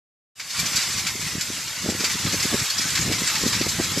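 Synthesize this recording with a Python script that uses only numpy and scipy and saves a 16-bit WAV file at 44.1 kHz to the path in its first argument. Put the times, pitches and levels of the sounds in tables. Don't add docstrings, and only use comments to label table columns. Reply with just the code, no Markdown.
import sys
import numpy as np
from scipy import signal
from scipy.fft import rfft, irfft
from scipy.io import wavfile
from scipy.ndimage import uniform_filter1d

SR = 44100
rng = np.random.default_rng(int(sys.argv[2]) if len(sys.argv) > 2 else 0)


def dump(signal):
    limited = np.clip(np.atleast_2d(signal).T, -1, 1)
    pcm = np.round(limited * 32767).astype(np.int16)
    wavfile.write(sys.argv[1], SR, pcm)


N = 176400

# frequency in Hz, level in dB.
WASH_EQ = [(30, -25), (120, -16), (350, -16), (720, -10.5), (1100, -3.5), (1700, -2), (2250, -0.55),
           (3000, -2.5), (4600, 0), (6000, -1.5), (7800, -2), (8100, -7), (9000, -7.5), (10800, -14),
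           (12900, -8.5), (13400, -37)]
# time in seconds, gain in dB.
DOWNPOUR_RIDE = [(.4, -27), (.6, -27), (.8, -26), (1.03, -29), (1.17, -31), (1.3, -28), (1.38, -32.5),
                 (1.46, -29.5), (1.7, -31), (1.97, -30), (2.1, -26), (2.18, -27.5), (2.5, -25),
                 (2.66, -27.5), (2.85, -26.5), (3.0, -26), (3.09, -28), (3.17, -26.5), (3.4, -25),
                 (3.75, -27), (4, -27)]
# start in seconds, level in dB before trim, attack in seconds,
# brightness in dB per octave, ring pitch in Hz, ring against crack in dB before the ring boost.
NEAR_STONES = [(.397, -18, 0.0015, -5, 2230, -14), (.501, -26.5, 0.0031, 0, 4380, -3),
               (.586, -23, 0.0094, 2, 2345, -8.5), (.657, -26.5, .006, -0.5, 6000, -8),
               (.728, -28, 0.0054, -6, 6500, -10), (.755, -21, 0.0068, 1, 7680, -7),
               (.764, -26.5, 0.0057, -1, 4660, -3), (.780, -28.5, 0.0074, -5, 2015, -7),
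               (.803, -29, 0.0064, -5, 4780, -4), (.968, -27.5, 0.023, -1.5, 6130, -11),
               (1.063, -24, 0.007, -2.5, 2340, -11), (1.08, -30.5, 0.007, -5.5, 2170, -5),
               (1.204, -35, .005, 4, 6300, -15), (1.245, -36, 0.0064, -5, 2480, -15),
               (1.408, -25.5, 0.0022, 0.5, 4400, -9), (1.625, -40, 0.0044, 3, 5000, -14),
               (1.818, -33, 0.0039, 1, 5370, -17), (1.895, -28, 0.0073, -1, 7480, -7),
               (1.993, -27, 0.014, -2.5, 5050, -7), (2.0425, -20.5, 0.0014, -3.5, 4650, -5),
               (2.096, -27.5, 0.0059, -5, 2224, -9.5), (2.113, -31, 0.0076, 1, 6360, -12),
               (2.186, -32, 0.0053, 4, 5000, -12), (2.258, -29, 0.004, -8, 3520, -6),
               (2.321, -27.5, 0.0064, 0, 6140, -8), (2.396, -26.5, 0.0068, -4, 5070, -7),
               (2.422, -24, 0.0068, 0.5, 2075, -9), (2.580, -28, 0.013, -2.5, 5600, -19),
               (2.700, -25.5, 0.0028, 1.5, 4330, -2), (2.778, -27, 0.0034, -1.5, 5700, 0),
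               (2.782, -26, .003, -2.5, 4900, -2), (2.812, -27, 0.0042, -3, 7700, -10),
               (2.897, -28.5, 0.0075, 3, 7660, -4), (2.950, -23, 0.0066, -2, 5000, -25),
               (2.971, -25, 0.0046, -5.5, 1570, -15), (3.008, -27, .008, -3, 6700, 1),
               (3.120, -24, .006, -3.5, 2256, -10), (3.266, -23.5, 0.011, -4.5, 7630, -4),
               (3.295, -26.5, 0.0041, -4.5, 7200, -13), (3.348, -25, 0.0076, -3.5, 4600, -14),
               (3.473, -25.5, 0.0046, 0, 6500, -17), (3.526, -23.5, 0.0038, -7, 2270, -20),
               (3.548, -29, 0.004, -3, 5600, -2), (3.612, -26, 0.003, -5.5, 4580, -4),
               (3.682, -27.5, 0.011, -0.5, 6400, -13), (3.825, -28.5, 0.016, 0.5, 7650, -7),
               (3.977, -27.5, 0.0051, 2, 5600, -7)]
# frequency in Hz, level in dB.
CRACK_EQ = [(200, -47), (700, -24.5), (1200, -9.5), (2250, 0), (3200, -2), (4700, 4.5), (7700, 2),
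            (8200, -10.5), (11000, -8.5), (13000, -13), (14200, -14)]
# centre in Hz, half-width in Hz, boost in dB.
IMPACT_RESONANCES = [(2300, 65, 2.5), (4970, 60, 0), (7630, 120, 1.5)]
# frequency in Hz, level in dB.
RUMBLE_EQ = [(25, -38), (50, -7.5), (100, 3.5), (160, 2), (320, -6.5), (500, -14.5), (800, -20),
             (1500, -49)]
# time in seconds, gain in dB.
RUMBLE_RIDE = [(.42, -45.5), (.55, -49.5), (.6, -35.5), (.84, -51.5), (.9, -42.5), (.98, -39), (1.1, -44),
               (1.35, -40.5), (1.45, -49), (1.52, -42.5), (1.75, -52), (1.88, -36), (2.08, -43),
               (2.27, -37), (2.63, -38.5), (2.67, -62), (2.74, -48), (2.79, -42), (2.92, -39.5),
               (3.1, -27.5), (3.3, -46), (3.45, -33.5), (3.72, -37), (4, -35.5)]
# centre in seconds, level in dB before trim,
# pitch in Hz, half-length in cycles.
WIND_THUMPS = [(.637, -24.5, 140, 0.45), (.721, -29, 150, 0.49), (.75, -26.5, 149, .4),
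               (.783, -28.5, 170, 0.45), (0.964, -24.5, 128, 0.51), (1.155, -26.5, 198, 0.55),
               (1.197, -25.5, 190, 0.59), (1.268, -28, 141, 0.43), (1.355, -18.5, 174, 0.37),
               (1.383, -23.5, 162, 0.38), (1.503, -22, 232, 0.39), (1.582, -28.5, 236, .4),
               (1.846, -20.5, 179, 0.71), (1.862, -17.5, 288, .45), (1.891, -13.5, 294, 0.54),
               (1.898, -15.5, 190, 0.42), (1.923, -24, 280, .5), (1.951, -21.5, 270, .45),
               (2.009, -19.5, 206, 0.43), (2.04, -21.5, 338, 0.38), (2.075, -37, 230, .4),
               (2.156, -21, 170, 0.32), (2.254, -16.5, 143, .45), (2.271, -18, 219, .4),
               (2.344, -15, 256, 0.49), (2.456, -16, 207, 0.62), (2.531, -21, 320, 0.67),
               (2.544, -6.5, 232, 0.33), (2.622, -22.5, 128, 0.64), (2.797, -24, 200, 0.51),
               (2.856, -24, 170, 0.48), (2.997, -17, 136, .4), (3.015, -21, 156, 0.57),
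               (3.064, -21, 131, 1), (3.083, -18, 145, 0.43), (3.103, -18, 233, .35),
               (3.116, -15.5, 280, 0.43), (3.221, -17.5, 204, 0.48), (3.438, -11, 185, 0.28),
               (3.466, -11, 235, 0.46), (3.604, -20, 146, 0.35), (3.615, -14.5, 254, 0.43),
               (3.667, -15.5, 232, 0.26), (3.72, -32, 180, 0.55), (3.787, -19.5, 160, 0.36),
               (3.801, -9.5, 300, 0.51), (3.92, -21, 142, 0.65), (3.976, -12.5, 221, 0.51)]
# frequency in Hz, side gain in dB.
SIDE_EQ = [(4050, -77), (4250, -31), (4800, -6), (7850, -6.5), (8020, -34), (11700, -34), (12100, -10.5),
           (13200, -8), (14200, -14)]
# time in seconds, gain in dB.
FADE_IN = [(.352, -47), (.358, -24.5), (.385, -15), (.45, -8), (.52, -4.5), (.58, 1)]

WASH_TRIM_DB, PATCH_DB, SWELL_DB = -1.47, 3, .5
CRACK_HOLD_S, CRACK_T60_S = 0.0052, 0.12
RING_BOOST_DB, RING_T60_S = 2.5, 0.11
ECHO_DB, ECHO_T60_S = -13, 0.11
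PATTER_PER_S, PATTER_DB, PATTER_SPREAD_DB, PATTER_TILT_DB = 75, -12, 8.5, 2.5
PATTER_LOW_HZ, PATTER_HIGH_HZ, PATTER_CUTOFF_HZ = 1560, 7870, 13000
NEAR_TRIM_DB, THUMP_TRIM_DB = 1, -4
RUMBLE_LUMP_DB, THUMP_STEEPNESS, WAKE_DB, WAKE_S = 2.5, 0.37, -15.5, 0.011
LOW_CUT_HZ, HIGH_CUT_HZ = 29, 14150
TIME_S, FREQ_HZ = np.arange(N) / SR, np.fft.rfftfreq(N, 1 / SR)


def amp(db):
    return 10 ** (np.asarray(db) / 20)


def unit(x):
    return x / np.sqrt(np.mean(x ** 2) + 1e-20)


def at_hz(points, hz):
    f, value = np.transpose(points)
    return np.interp(np.log(hz + 1), np.log(f), value)


def at_time(points, t):
    return np.interp(t, *np.transpose(points))


def add(mix, start_s, sound):
    part = mix[..., max(round(start_s * SR), 0):][..., :sound.shape[-1]]
    part += sound[..., :part.shape[-1]]


def noise(shape, gain):
    size = shape[-1]
    spectrum = rfft(rng.standard_normal(shape)) * gain(np.fft.rfftfreq(size, 1 / SR))
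    return unit(irfft(spectrum, size))


def wander(rate_hz):
    return noise((N,), lambda f: f / (f + rate_hz / 10) / (1 + (f / rate_hz) ** 2))


def far_wash():
    hiss = noise((2, N), lambda f: amp(at_hz(WASH_EQ, f)))
    spectra = signal.stft(hiss, nperseg=1024, noverlap=768)[2]
    patches = uniform_filter1d(rng.standard_normal(spectra.shape[1:]), size=3, axis=0)
    patches = unit(uniform_filter1d(patches, size=9, axis=1))
    grainy = signal.istft(spectra * amp(PATCH_DB * patches), nperseg=1024, noverlap=768)[1][:, :N]
    level_db = WASH_TRIM_DB + at_time(DOWNPOUR_RIDE, TIME_S) + SWELL_DB * wander(rate_hz=9)
    return unit(grainy) * amp(level_db)


def hailstone(level_db, attack_s, tilt_db, ring_hz, ring_db):
    def colour(f):
        resonance_db = sum(db / (1 + ((f - hz) / width) ** 2) for hz, width, db in IMPACT_RESONANCES)
        return amp(at_hz(CRACK_EQ, f) + tilt_db * np.log2((f + 100) / 4000) + resonance_db)

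    size = 8192
    t = np.arange(size) / SR
    attack = np.minimum(t / attack_s, 1)
    decay = amp(-60 * np.maximum(t - attack_s - CRACK_HOLD_S, 0) / CRACK_T60_S)
    echo_tail = amp(ECHO_DB - 60 * t / ECHO_T60_S)
    crack = noise((2, size), colour) * np.hypot(decay, echo_tail)
    ping = np.sqrt(2) * np.sin(2 * np.pi * (ring_hz * t + rng.random((2, 1))))
    ping *= amp(RING_BOOST_DB + ring_db - 60 * np.maximum(t - attack_s, 0) / RING_T60_S)
    return amp(level_db) * attack * (crack + ping) / np.hypot(1, amp(ring_db))


def hail_patter():
    patter = np.zeros((2, N))
    count = int(PATTER_PER_S * N / SR)
    for k, (jitter, size, tilt, pitch) in enumerate(rng.uniform(-1, 1, (count, 4))):
        start_s = (k + 1 + jitter) / PATTER_PER_S
        level_db = at_time(DOWNPOUR_RIDE, start_s) + PATTER_DB + PATTER_SPREAD_DB * size
        ring_hz = PATTER_LOW_HZ * (PATTER_HIGH_HZ / PATTER_LOW_HZ) ** ((pitch + 1) / 2)
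        hit = hailstone(level_db, attack_s=0.0027, tilt_db=PATTER_TILT_DB * tilt,
                        ring_hz=ring_hz, ring_db=-5)
        add(patter, start_s, hit)
    return irfft(rfft(patter) * (FREQ_HZ < PATTER_CUTOFF_HZ), N)


def near_hail():
    hits = np.zeros((2, N))
    for start_s, level_db, *character in NEAR_STONES:
        add(hits, start_s, hailstone(level_db + NEAR_TRIM_DB, *character))
    return hits


def wind():
    rumble = noise((N,), lambda f: amp(at_hz(RUMBLE_EQ, f)))
    lumps = amp(RUMBLE_LUMP_DB * wander(rate_hz=41))
    gusts = unit(rumble * lumps) * amp(at_time(RUMBLE_RIDE, TIME_S))
    for centre_s, level_db, hz, cycles in WIND_THUMPS:
        thump = wind_thump(level_db + THUMP_TRIM_DB, hz, cycles)
        add(gusts, centre_s - len(thump) / 2 / SR, thump)
    return gusts


def wind_thump(level_db, hz, cycles):
    size = 4096
    t = (np.arange(size) - size / 2) / SR
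    phase = 2 * np.pi * hz * t
    window = np.exp(-.5 * (hz * t / cycles) ** 2)
    polarity = rng.choice([-1, 1])
    swing = np.sin(phase) * window + THUMP_STEEPNESS * np.sin(2 * phase) * window ** 2
    wake = noise((size,), lambda f: f ** 2 / (f ** 2 + (hz / 2) ** 2) / (1 + (f / (2.09 * hz)) ** 4))
    wake *= amp(WAKE_DB) * np.exp(-.5 * (t / WAKE_S) ** 2)
    return amp(level_db) * (polarity * swing + wake)


def scene():
    gusts = wind()
    mid, side = far_wash() + hail_patter() + near_hail()
    side = irfft(rfft(side) * amp(at_hz(SIDE_EQ, FREQ_HZ)), N)
    return np.array([mid + side, mid - side]) + gusts


def record(dry):
    low_cut = signal.butter(2, LOW_CUT_HZ, "highpass", fs=SR, output="sos")
    fade = amp(at_time(FADE_IN, TIME_S)) * (TIME_S > FADE_IN[0][0])
    high_cut = signal.firwin(511, HIGH_CUT_HZ, window=("kaiser", 9), fs=SR)
    return signal.oaconvolve(signal.sosfilt(low_cut, dry) * fade, high_cut[None], "same")


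dry = scene()
out = record(dry)
dump(out)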